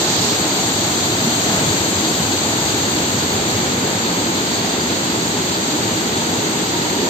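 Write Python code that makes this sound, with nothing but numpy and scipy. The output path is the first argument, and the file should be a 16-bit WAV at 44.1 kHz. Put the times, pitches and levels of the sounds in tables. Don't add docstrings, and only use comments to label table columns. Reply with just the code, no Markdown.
import sys
import numpy as np
from scipy import signal
from scipy.fft import rfft, irfft, next_fast_len
from scipy.io import wavfile
from scipy.ndimage import uniform_filter1d, map_coordinates

SR = 44100
rng = np.random.default_rng(int(sys.argv[2]) if len(sys.argv) > 2 else 0)


def transcribe(signal):
    frames = np.atleast_2d(signal).T
    limited = np.clip(frames, -1, 1)
    pcm = np.round(limited * 32767).astype(np.int16)
    wavfile.write(sys.argv[1], SR, pcm)


N = 312669
SIZE = next_fast_len(N)
HZ = np.maximum(np.arange(SIZE // 2 + 1) * SR / SIZE, 1)


# f/Hz, level/dB
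CHURN_TONE = [(100, -45), (140, -10), (175, -1.5), (235, 0), (280, -1), (318, 0), (400, -3.5), (480, -8),
              (650, -35), (1200, -42)]

def churning():
    pockets = bubbles(per_s=170, low_hz=173.2, high_hz=420.2, cycles=40, spread_db=11.5, count=18)
    churn = water(CHURN_TONE, rng.standard_normal((3, N)), pockets, bubble_db=-3.0)
    _, swell_db = surges()
    return steady(at_microphones(churn)) * from_db(-24 + 0.87 * swell_db)


# f/Hz, level/dB
SPLASH_TONE = [(250, -27.5), (400, -5.5), (500, -3), (620, -0.5), (860, -1), (1100, -5), (1500, -6),
               (2300, -8.5), (3000, -11.5), (5000, -23.5), (9000, -49)]
# t/s, level/dB
SPLASH_LOUDNESS = [(0, -25.5), (1.8, -26), (3.7, -26), (4.3, -26.5), (7.09, -27)]

def white_water():
    swarm = bubbles(per_s=3500, low_hz=463, high_hz=3030, cycles=17.6, spread_db=13.0)
    splash = water(SPLASH_TONE, turbulence(swing_db=0.4, rate=14), swarm, bubble_db=-4.5)
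    _, swell_db = surges()
    return at_microphones(splash) * from_db(in_time(SPLASH_LOUDNESS) + swell_db)


# f/Hz, level/dB
FIZZ_TONE = [(2500, -29), (4500, -20), (5700, -1), (6300, 0), (6800, 2), (6950, -1), (7620, 3),
             (7740, -3.5), (8450, -7), (11700, -13.5), (12750, -18.5), (13000, -14), (15200, -18)]
SHEET_TONE = [(1500, -24.5), (2400, -16), (2800, -7), (3200, -2), (3600, 0), (4600, 1.5), (5600, 0),
              (6500, -6.5), (8500, -26.5), (15000, -36.5)]
# f/Hz, left minus right/dB
FIZZ_LEAN = [(5500, -4), (6500, 4), (7600, 2.5), (7850, 4), (8150, 4), (8500, -1.5), (12000, 0.5),
             (14500, 1.5)]

def spray():
    foam = bubbles(per_s=14000, low_hz=3020, high_hz=14300, cycles=6.5, spread_db=17.5, count=10)
    fizz = at_microphones(water(FIZZ_TONE, turbulence(swing_db=0.14, rate=8.7), foam, bubble_db=-4.5))
    fizz = shaped(fizz, panned(at_hz(FIZZ_LEAN)))
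    fizz *= from_db(facing(wall_db=-25, outflow_db=-28.5)) * panned(facing(0.2, -0.5))
    sheet = at_microphones(toned(turbulence(swing_db=0.16, rate=8.3), SHEET_TONE))
    sheet *= from_db(facing(wall_db=-25.5, outflow_db=-27.5)) * panned(facing(2.5, -2))
    return flicker(fizz + sheet, spread_db=0.57, rate=13)


# f/Hz, level/dB
RUMBLE_TONE = [(20, -45), (42, -34), (52, -22.5), (60, -17.5), (69, -10), (85, -4), (108, 1), (130, -2.5),
               (150, 1.5), (190, -12), (300, -33.5)]
# f/Hz, half width/Hz, level/dB
BOOM_NOTES = [(58.3, 3.5, -8), (90, 3.7, 4)]
# t/s, level/dB
RUMBLE_LOUDNESS = [(0, -32.5), (1.3, -30), (2.4, -30), (3.4, -28.5), (4.1, -31.5), (7.09, -32.5)]
BOOM_LOUDNESS = [(0, -60), (2.4, -60), (2.8, -42.5), (3.3, -34.5), (3.9, -43), (4.3, -42), (7.09, -54)]

def plunging_jet():
    rumble = at_microphones(toned(turbulence(swing_db=0.9, rate=24), RUMBLE_TONE))
    boom = at_microphones(shaped(turbulence(swing_db=3.0, rate=3), resonances(BOOM_NOTES)))
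    swell_db, _ = surges()
    return rumble * from_db(in_time(RUMBLE_LOUDNESS) + swell_db) + boom * from_db(in_time(BOOM_LOUDNESS))


# t/s, f/Hz, level/dB
BRIEF_TONES = [(.455, 323, -22), (1.289, 233, -19.5), (1.681, 150, -17.5), (2.043, 319, -16.5),
               (2.21, 150, -24), (2.757, 315, -20), (2.975, 307, -19), (4.217, 307, -21), (4.29, 336, -20),
               (4.87, 254, -20), (5.265, 284, -21.5), (5.42, 374, -22), (5.789, 956, -31),
               (5.969, 316, -19.5), (6.191, 224, -21), (6.226, 930, -31), (6.272, 338, -22),
               (6.754, 936, -26), (6.856, 960, -28), (7.053, 344, -23)]

def brief_tones(attack_s=0.0057, decay_s=0.022, rise_per_s=0.28):
    out = np.zeros(N)
    for s, hz, db in BRIEF_TONES:
        span = np.arange(max(int((s - .1) * SR), 0), min(int((s + .3) * SR), N))
        t = span / SR - s
        swell = np.exp(-t / decay_s) / (1 + np.exp(-t / attack_s - 2))
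        cycles = hz * t * (1 + rise_per_s * t / 2) + rng.random()
        out[span] += from_db(db) * swell / swell.max() * np.sin(2 * np.pi * cycles)
    return out


# f/Hz, level/dB
DROP_TONE = [(1800, -24), (2900, -7), (3700, -0.5), (4600, -0.5), (6000, -5), (9000, -25.5), (12500, -17.5),
             (15000, -24)]

def spatter(per_s=36, attack_s=0.006, decay_s=0.031, spread_db=9):
    moment, size = rng.random((int(per_s * N / SR), 2)).T
    slaps = np.zeros(N)
    slaps[(moment * N).astype(int)] = from_db(spread_db * size) ** 2
    t = np.arange(SR // 2) / SR
    shower = (1 - np.exp(-t / attack_s)) * np.exp(-t / decay_s)
    strength = np.sqrt(abs(signal.fftconvolve(slaps, shower ** 2)[:N]))
    drops = bubbles(per_s=4500, low_hz=2690, high_hz=13640, cycles=28, spread_db=8.5, count=20)
    showers = steady(toned(drops, DROP_TONE) * strength)
    return at_microphones(showers) * from_db(facing(wall_db=-33, outflow_db=-35))


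# f/Hz, half width/Hz, level/dB
CHANNEL_NOTES = [(249, 19, 4.5), (333, 34, 5.5), (414, 43, 4.5), (890, 50, -4.5), (945, 35, -0.5)]
# t/s, level/dB
CHANNEL_LOUDNESS = [(0, -47), (2, -40), (3.8, -32), (5.2, -34), (7.09, -29.5)]

def outflow():
    wash = shaped(turbulence(swing_db=2.5, rate=7.5), resonances(CHANNEL_NOTES))
    return at_microphones(wash) * from_db(in_time(CHANNEL_LOUDNESS))


# f/Hz, level/dB
HISS_TONE = [(1500, -30), (2800, -8), (3300, -7), (3750, -0.5), (4700, 1.5), (5700, 4), (6200, -3.5),
             (6800, -6), (7600, -16.5), (9000, -30)]
# t/s, level/dB
HISS_LOUDNESS = [(0, -21), (.1, -16.6), (.25, -17), (.33, -20.5), (.39, -29), (1, -30), (1.6, -52)]

def open_spray():
    hiss = rms_one(toned(rng.standard_normal(N), HISS_TONE))
    return np.outer([0, 1], hiss * from_db(in_time(HISS_LOUDNESS)))


def plinks():
    swarm = bubbles(per_s=45, low_hz=1040, high_hz=4400, cycles=120, spread_db=6, count=32)
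    return at_microphones(swarm) * from_db(facing(wall_db=-43, outflow_db=-45))


# t/s, half length/s, rumble change/dB, splash change/dB
GUSHES = [(1.53, 0.088, 1.5, 2.5), (1.69, 0.08, 1.8, 0.9), (2.2, 0.054, 4.5, 0.3), (3.9, 0.053, -1, 0.3),
          (5.877, 0.065, 2.8, 0.5)]

def surges():
    t = np.arange(N) / SR
    return sum(np.outer(swell_db, np.exp(-((t - s) / half_s) ** 2)) for s, half_s, *swell_db in GUSHES)


# t/s, turn (0 = foot of the wall, 1 = outflow)
LISTENER_TURN = [(0, 0.12), (1.5, 0.046), (2.8, 0.38), (3.9, 0.94), (4.7, 1), (7.09, 0.96)]

def facing(wall_db, outflow_db):
    return wall_db + (outflow_db - wall_db) * in_time(LISTENER_TURN)


# f/Hz, left minus right/dB
WALL_LEAN = [(350, 6), (570, -2), (850, -0.5), (1200, -0.5), (2300, .5)]
OUTFLOW_LEAN = [(330, 0), (510, -3.5), (800, 3), (1100, -1.5), (1400, 1.5), (2000, 0.8), (2700, 0.5)]
# f/Hz, level/dB
OUTFLOW_TONE = [(350, -2), (480, 2.6), (630, -2.2), (760, -0.5), (880, 0.2), (1100, -0.4), (2000, 0.5)]

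def past_piers(x):
    turn = in_time(LISTENER_TURN)
    at_wall = shaped(x, panned(at_hz(WALL_LEAN)))
    at_outflow = shaped(x, panned(at_hz(OUTFLOW_LEAN)) * from_db(at_hz(OUTFLOW_TONE)))
    return (1 - turn) * at_wall + turn * at_outflow


# f/Hz, share of the power
DIRECT_SHARE = [(100, 0.62), (500, 0.63), (900, 0.28), (1600, 0.19), (2500, 0.1), (8000, 0.042)]
# t/s, delay/ms
RIGHT_DELAY = [(0, .08), (.4, 0.2), (1, 0.2), (2, 0.25), (3.5, 0.26), (7.09, 0.32)]

def at_microphones(streams, spacing_ms=0.43):
    share = at_hz(DIRECT_SHARE)
    alike = np.sinc(2 * HZ * spacing_ms / 1000)
    powers = [share, (1 - share) * (1 + alike) / 2, (1 - share) * (1 - alike) / 2]
    direct, mid, side = shaped(streams, np.sqrt(powers))
    lag = in_time(RIGHT_DELAY) * SR / 1000
    late = map_coordinates(direct, [np.arange(N) - lag], order=3, mode="nearest")
    pair = np.array([direct + mid + side, late + mid - side])
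    return pair / np.std(pair.mean(axis=0))


def bubbles(per_s, low_hz, high_hz, cycles, spread_db, count=24):
    out = np.zeros((3, N))
    for hz in np.geomspace(low_hz, high_hz, count):
        moment, swarm, size, sign = rng.random((int(3 * per_s * N / SR / count), 4)).T
        kicks = np.full((3, N), 1e-18)
        strength = from_db(spread_db * size) * np.sign(sign - .5)
        kicks[(swarm * 3).astype(int), (moment * N).astype(int)] = strength
        fade = np.exp(-np.log(1000) * hz / (cycles * SR))
        ringing = [1, -2 * fade * np.cos(2 * np.pi * hz / SR), fade * fade]
        out += np.sqrt(hz) * rms_one(signal.lfilter([1, 0, -1], ringing, kicks))
    return rms_one(out)


def turbulence(swing_db, rate):
    return rms_one(rng.standard_normal((3, N)) * from_db(swing_db * drift(rate)))


def water(tone, swirls, swarm, bubble_db):
    return rms_one(toned(swirls, tone)) + from_db(bubble_db) * rms_one(toned(swarm, tone))


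def steady(x, window_s=0.2, evenness=0.47):
    power = uniform_filter1d(x ** 2, int(window_s * SR), axis=-1).mean(axis=0)
    return rms_one(x / (power + 1e-12) ** (evenness / 2))


def flicker(x, spread_db, rate, count=8):
    place = np.interp(np.log(HZ), np.log([2500, 14000]), [0, count - 1])
    bands = (shaped(x, np.maximum(1 - abs(place - k), 0)) for k in range(count))
    return sum(band * from_db(spread_db * drift(rate)) for band in bands)


def drift(rate):
    hop, warm_up = 40, 2000
    r = np.exp(-2 * np.pi * rate * hop / SR)
    noise = rng.standard_normal(N // hop + warm_up + 2)
    slow = signal.lfilter([1], [1, -2 * r, r * r], noise)[warm_up:]
    return np.interp(np.arange(N) / hop, np.arange(len(slow)), rms_one(slow))


def resonances(notes):
    return sum(from_db(db) / (1 + ((HZ - hz) / width) ** 2) for hz, width, db in notes)


def from_db(db):
    return 10 ** (np.asarray(db) / 20)


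def rms_one(x):
    return x / np.sqrt(np.mean(x ** 2) + 1e-20)


def in_time(rows):
    return np.interp(np.arange(N) / SR, *np.transpose(rows))


def at_hz(rows):
    hz, values = np.transpose(rows)
    return np.interp(np.log(HZ), np.log(hz), values)


def shaped(x, gain):
    return irfft(rfft(x, SIZE) * gain, SIZE)[..., :N]


def toned(x, tone):
    return shaped(x, from_db(at_hz(tone)))


def panned(db):
    return from_db(np.array([db, -db]) / 2)


def scene():
    lows = plunging_jet() + churning() + brief_tones()
    mids = past_piers(white_water() + outflow()) + plinks()
    highs = spray() + spatter() + open_spray()
    return lows + mids + highs


# lowest f/Hz, highest f/Hz
DIP_BANDS = [(4780, 6100), (8560, 11590), (8950, 11500)]
DIP_DEPTHS = [-8.5, -26, -28]

def record(dry, cutoff_hz=15450):
    dips_db = sum(db * ((HZ > low) & (HZ < high)) for (low, high), db in zip(DIP_BANDS, DIP_DEPTHS))
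    gain = from_db(dips_db) * (HZ < cutoff_hz)
    return shaped(dry, uniform_filter1d(gain, size=600))


dry = scene()
out = record(dry)
transcribe(out)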